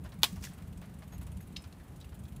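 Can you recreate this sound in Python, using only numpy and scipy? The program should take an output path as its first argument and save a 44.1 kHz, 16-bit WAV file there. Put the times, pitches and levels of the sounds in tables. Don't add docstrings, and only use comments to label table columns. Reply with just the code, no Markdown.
import sys
import numpy as np
from scipy import signal
from scipy.fft import rfft, irfft, next_fast_len
from scipy.io import wavfile
from scipy.ndimage import uniform_filter1d, map_coordinates

SR = 44100
rng = np.random.default_rng(int(sys.argv[2]) if len(sys.argv) > 2 else 0)


def natural_amplitude(level_db):
    exponent = np.asarray(level_db, float) / 20
    return 10 ** exponent


def int16_out(signal):
    q = np.round(np.clip(np.atleast_2d(signal).T, -1, 1) * 32767)
    wavfile.write(sys.argv[1], SR, q.astype(np.int16))


N = 105840

# (time [s], rattle peak level [dB])
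EARLY_GAPS = [(0.0376, -51), (0.0883, -51.5), (0.139, -53.5), (0.1877, -53.5), (0.2763, -50),
              (0.3222, -48.5), (0.3592, -48.5), (0.408, -49), (0.4892, -50), (0.5335, -48), (0.5763, -50),
              (0.62, -51.5), (0.6726, -50.5), (0.7252, -51.5), (0.773, -50), (0.8136, -52.5),
              (0.855, -56.5), (0.8932, -58), (0.9388, -52), (0.9857, -53.5), (1.038, -56.5),
              (1.0764, -50.5), (1.1312, -50), (1.179, -49.5)]
# (time [s], rattle peak level [dB])
LATE_GAPS = [(1.2126, -47), (1.2274, -52), (1.2657, -47.5), (1.3169, -47.5), (1.3672, -48.5),
             (1.4078, -50.5), (1.4253, -54), (1.4715, -51), (1.5223, -53), (1.5655, -53), (1.6199, -50),
             (1.6716, -55), (1.723, -55.5), (1.7806, -60.5), (1.8342, -55.5), (1.8799, -55.5),
             (1.9199, -57), (1.9599, -51), (2.0005, -53), (2.0438, -52.5), (2.0901, -50.5), (2.142, -48.5),
             (2.1899, -50), (2.2358, -50.5), (2.2803, -49.5), (2.3203, -51.5), (2.361, -50),
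             (2.3944, -63.5)]


def unit(x):
    return x / np.sqrt(np.mean(x ** 2) + 1e-20)


def along(points, hz):
    f, v = np.transpose(points)
    return np.interp(np.log(hz + 1), np.log(f + 1), v)


def wobble(rate):
    knots = rng.standard_normal(int(N * rate / SR) + 4)
    return map_coordinates(knots, [np.arange(N) * rate / SR])


def filtered(x, response):
    m = next_fast_len(N + SR // 2)
    return irfft(rfft(x, m) * response(np.fft.rfftfreq(m, 1 / SR)), m)[..., :N]


def resonances(table):
    def response(f):
        total = 0
        for k, (centre, width, db) in enumerate(table):
            damping = 1j * f * width
            total = total + (-1) ** k * natural_amplitude(db) * damping / (centre * centre - f * f + damping)
        return total
    return response


def noise(spectrum):
    return unit(filtered(rng.standard_normal(N), lambda hz: natural_amplitude(along(spectrum, hz))))


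def burst(s, db, t60, rise_s):
    t = np.maximum(np.arange(N) / SR - s, 0)
    return natural_amplitude(db - 60 * t / t60) * (1 - np.exp(-t / rise_s))


def ring(s, db, modes, rise_s):
    t = np.arange(N) / SR
    out = np.zeros(N)
    for hz, level, t60 in modes:
        wander = 0.45 * wobble(200)
        out += burst(s, db + level, t60, rise_s) * np.sin(2 * np.pi * hz * t + wander)
    return out


def cracks(rows, colour, rise_s, grain_db):
    envelope = sum(burst(*row, rise_s) for row in rows)
    return envelope * noise(colour) * natural_amplitude(grain_db * wobble(900))


def tyres():
    # (time [s], level [dB])
    roll = [(0, -41), (.13, -47.5), (.19, -46), (.39, -43.5), (.57, -49), (.7, -44.5), (.8, -46),
            (1.02, -49.5), (1.18, -46), (1.4, -46.5), (1.5, -48.5), (1.59, -48.5), (1.64, -55),
            (1.78, -51.5), (2.0, -50), (2.22, -48), (2.3, -50), (2.4, -45)]
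    # (frequency [Hz], width [Hz], level [dB])
    deck_modes = [(59.3, 20, -5), (89, 22, -7), (140.4, 22, -3), (195, 31, -3)]
    # (frequency [Hz], density [dB per Hz])
    rumble_colour = [(12, -53), (20, -24), (42, -6), (65, -3), (113, -6.5), (178, -5), (235, -14.5),
                     (325, -26.5), (450, -25), (580, -56), (990, -120)]
    # (time [s], level before the soft rise [dB], pitch [Hz])
    bump_hits = [(0, -30, 75), (.04, -32, 70), (.185, -33, 185), (.326, -27, 180), (.362, -33, 150),
                 (.37, -31, 95), (.616, -33, 160), (.672, -30, 72), (.706, -31, 70), (.755, -34, 62),
                 (.785, -34, 170), (.8, -34, 65), (1.1, -36, 170), (1.155, -33, 90), (1.188, -29, 70),
                 (1.252, -29, 88), (1.29, -29, 88), (1.326, -32, 78), (1.354, -27, 75), (1.385, -34, 160),
                 (1.43, -35, 85), (1.505, -35, 175), (1.572, -33, 70), (1.655, -33, 88), (1.8, -35, 75),
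                 (1.985, -35, 85), (2.055, -36, 70), (2.115, -35, 80), (2.205, -35, 65), (2.238, -27, 78),
                 (2.31, -34, 78)]
    t = np.arange(N) / SR
    s, load_db = np.transpose(roll)
    load = natural_amplitude(np.interp(t, s, load_db))

    pushes = np.zeros(N + SR)
    lag_s, scatter_db, push_hz = 0.006, 3.5, 307
    for at, _ in EARLY_GAPS + LATE_GAPS:
        pushes[round((at + lag_s) * SR)] = natural_amplitude(scatter_db * rng.standard_normal())
    deck = resonances(deck_modes)
    thumps = unit(filtered(pushes[:N], lambda f: deck(f) / (1 + 1j * f / push_hz) ** 4))

    bumps = np.zeros(N)
    for at, db, hz in bump_hits:
        bumps += burst(at, db, t60=0.085, rise_s=0.006) * np.sin(2 * np.pi * hz * (t - at))
    rumble = noise(rumble_colour) * natural_amplitude(0.54 * wobble(14))
    return load * natural_amplitude(-0.12) * unit(rumble + natural_amplitude(-6) * thumps) + bumps


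def chain():
    # (frequency [Hz], density [dB per Hz])
    rattle_colour = [(1200, -38), (2500, 3), (5000, -7), (8000, -1), (10000, 1.5), (12500, -5),
                     (15000, -2.5)]
    shake = sum(burst(s, db - 3, t60=0.057, rise_s=0.0023) for s, db in EARLY_GAPS + LATE_GAPS)
    z = signal.stft(noise(rattle_colour), nperseg=256)[2]
    field = uniform_filter1d(rng.standard_normal(z.shape), size=10, axis=0)
    field = uniform_filter1d(field, size=8, axis=1)
    patchy = signal.istft(z * natural_amplitude(2.5 * unit(field)), nperseg=256)[1][:N]
    return shake * unit(patchy) * natural_amplitude(2.1 * wobble(600))


def litter():
    # (time [s], peak level [dB], T60 [s])
    snap = [
        (.2326, -14, .006),
        (.234, -26.5, .06),
        (.2408, -27, .03),
        (.246, -31, .02),
        (.219, -52, .2),
    ]
    # (frequency [Hz], density [dB per Hz])
    twig_colour = [(120, -48), (250, -7), (1090, -9), (1900, -6), (3360, -2), (5590, -10.5), (9000, -11.5),
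                   (12500, -10.5), (15500, -16)]
    # (frequency [Hz], level [dB], T60 [s])
    twig_modes = [(711, -2, .09), (1114, -7, .15), (2815, -7, .1), (3284, -1, .13), (5028, -12, .15),
                  (12040, -20, .1), (13950, -16.5, .1)]
    # (time [s], peak level [dB], T60 [s])
    crunch = [
        (.41, -61, 0.095),
        (.4245, -46, 0.1),
        (.437, -39.5, 0.052),
        (.4495, -40, 0.045),
        (.46, -54.5, 0.31),
    ]
    # (frequency [Hz], density [dB per Hz])
    leaf_colour = [(350, -39), (600, -11.5), (979, -5), (1170, -9.5), (1930, -5), (3870, -5.5),
                   (5980, -4.5), (15500, -13.5)]
    # (time [s], peak level [dB], T60 [s])
    second_snap = [
        (1.562, -47.5, .04),
        (1.567, -38, 0.028),
        (1.575, -62, 0.28),
        (1.639, -54.5, 0.048),
    ]
    # (frequency [Hz], density [dB per Hz])
    second_colour = [(470, -58), (800, -19), (1450, -21), (2210, -7), (3100, -6), (4400, -4), (5500, -8.5),
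                     (15500, -29.5)]
    # (frequency [Hz], level [dB], T60 [s])
    second_modes = [(3090, -6, .06), (3860, 4, .09), (4377, -2, .06), (5173, 4, .12), (6665, -8, .07),
                    (7515, -9, .07)]
    at = snap[0][0]
    first = cracks(snap, twig_colour, 0.0002, grain_db=1)
    first = first + ring(at + 0.01, -38.5, twig_modes, 0.004)
    stir = burst(at, -38, 0.16, 0.0015) + burst(at, -56.5, 0.94, 0.01)
    tail = stir * noise(leaf_colour)
    second = cracks(second_snap, second_colour, 0.00064, grain_db=1.0)
    second = second + ring(second_snap[1][0], -53, second_modes, 0.0011)
    leaves = cracks(crunch, leaf_colour, 0.0028, grain_db=1.5)
    return fibres() + first + tail + second + leaves


def fibres():
    # (time [s], level before the soft rise [dB], pitch [Hz])
    first_twig = [(.2326, -4, 3380), (.2327, -4.5, 4350), (.2340, -4, 3150), (.2346, -15, 900),
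                  (.2408, -12, 4700), (.241, -11, 3450), (.2435, -15, 3300), (.2466, -14, 3400),
                  (.2471, -9, 3500), (.2328, -8, 6900), (.2328, -10, 9600), (.233, -6, 12300),
                  (.2415, -14, 12300), (.2336, -15, 2000)]
    # (time [s], level before the soft rise [dB], pitch [Hz])
    later_fibres = [(.4248, -34, 5600), (.432, -37, 5300), (.4398, -33, 6250), (.4415, -34, 7500),
                    (.4507, -30, 5850), (.4525, -33, 6100), (.4715, -34.5, 1720), (1.5625, -29, 3700),
                    (1.5641, -25, 3900), (1.5659, -25, 3000), (1.566, -23, 4100), (1.5675, -31, 5170),
                    (1.5686, -29, 3800), (1.5692, -31, 3200), (1.5712, -32, 4300), (1.7262, -41, 4350),
                    (1.7275, -45, 2800), (2.0135, -42, 3750), (2.016, -44, 5000)]
    t = np.arange(N) / SR
    out = np.zeros(N)
    for s, db, hz in first_twig + later_fibres:
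        out += burst(s, db, 14 / hz, 1 / hz) * np.sin(2 * np.pi * hz * (t - s))
    return out


def loose_parts():
    # (time [s], low mode level [dB], high mode level [dB])
    jingle_hits = [
        (1.122, -53.5, -57),
        (1.131, -74.5, -60),
        (1.145, -54, -55),
        (1.212, -65, -56),
        (1.405, -64, -51),
        (1.423, -62, -66),
    ]
    # (frequency [Hz], T60 [s])
    steel = [(6600, .065), (12200, .045)]
    # (time [s], peak level [dB], pitch [Hz])
    click_hits = [(0.12, -46.5, 4150), (0.3565, -49.5, 5400), (0.622, -48.5, 1940), (1.0212, -47, 1900),
                  (1.123, -47.5, 1880), (1.404, -48.5, 1750), (1.726, -50, 4300), (1.798, -48, 1804),
                  (1.809, -51, 1820), (2.011, -45.5, 3700), (2.023, -50, 3750), (2.0432, -48, 2760),
                  (2.252, -49, 3740)]
    # (time [s], peak level [dB], T60 [s])
    knock_hits = [(.046, -49.5, 0.13), (.056, -53, 0.064), (.12, -51.5, 0.13), (.36, -51.5, 0.12),
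                  (.51, -57.5, 0.24), (.575, -61, 0.34), (.815, -53.5, 0.27), (1.021, -50.5, 0.1),
                  (1.124, -56.5, 0.31), (1.211, -50, 0.072), (1.268, -56, 0.11), (1.6, -59.5, 0.12),
                  (1.64, -55.5, 0.13), (2.12, -54.5, 0.091)]
    # (frequency [Hz], density [dB per Hz])
    board_colour = [(300, -31), (600, 2.5), (1100, 0), (2200, -5.5), (4500, -14), (9000, -23.5)]
    out = np.zeros(N)
    for s, *levels in jingle_hits:
        modes = [(hz, db, t60) for (hz, t60), db in zip(steel, levels)]
        out += ring(s, 0, modes, 0.0014)
    for s, db, hz in click_hits:
        band = unit(filtered(rng.standard_normal(N), resonances([(hz, 0.3 * hz, 0)])))
        out += burst(s, db - 5, t60=0.039, rise_s=0.0014) * band
    return out + cracks(knock_hits, board_colour, 0.0037, grain_db=2.0)


def rails(x):
    t60 = 0.1
    length = SR // 4
    tail = natural_amplitude(-60 * np.arange(length) / SR / t60) * rng.standard_normal(length)
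    delayed = np.pad(x, (200, 0))
    return signal.fftconvolve(delayed, tail / np.linalg.norm(tail))[:N]


def air():
    # (frequency [Hz], density [dB per Hz])
    air_colour = [(150, -23), (250, -2.5), (413, -13), (692, -14), (781, -14.5), (3890, -30.5),
                  (5220, -34.5), (10800, -32), (15500, -37.5)]
    level_db = -59.5 + 0.51 * wobble(2.3) + 0.49 * wobble(24)
    return natural_amplitude(level_db) * noise(air_colour)


def scene():
    near = litter() + loose_parts() + chain()
    return (near + natural_amplitude(-17.5) * rails(near) + tyres() + air())[None]


def low_pass(x):
    return signal.sosfilt(signal.butter(12, 16320, fs=SR, output="sos"), x)


def record(dry):
    low_hz, top_hz = 44, 15600

    def response(f):
        bass_cut = (1j * f / low_hz) ** 2 / (1 + 1.2j * f / low_hz - (f / low_hz) ** 2)
        return (f < top_hz) * bass_cut
    return low_pass(filtered(dry, response))


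dry = scene()
out = record(dry)
int16_out(out)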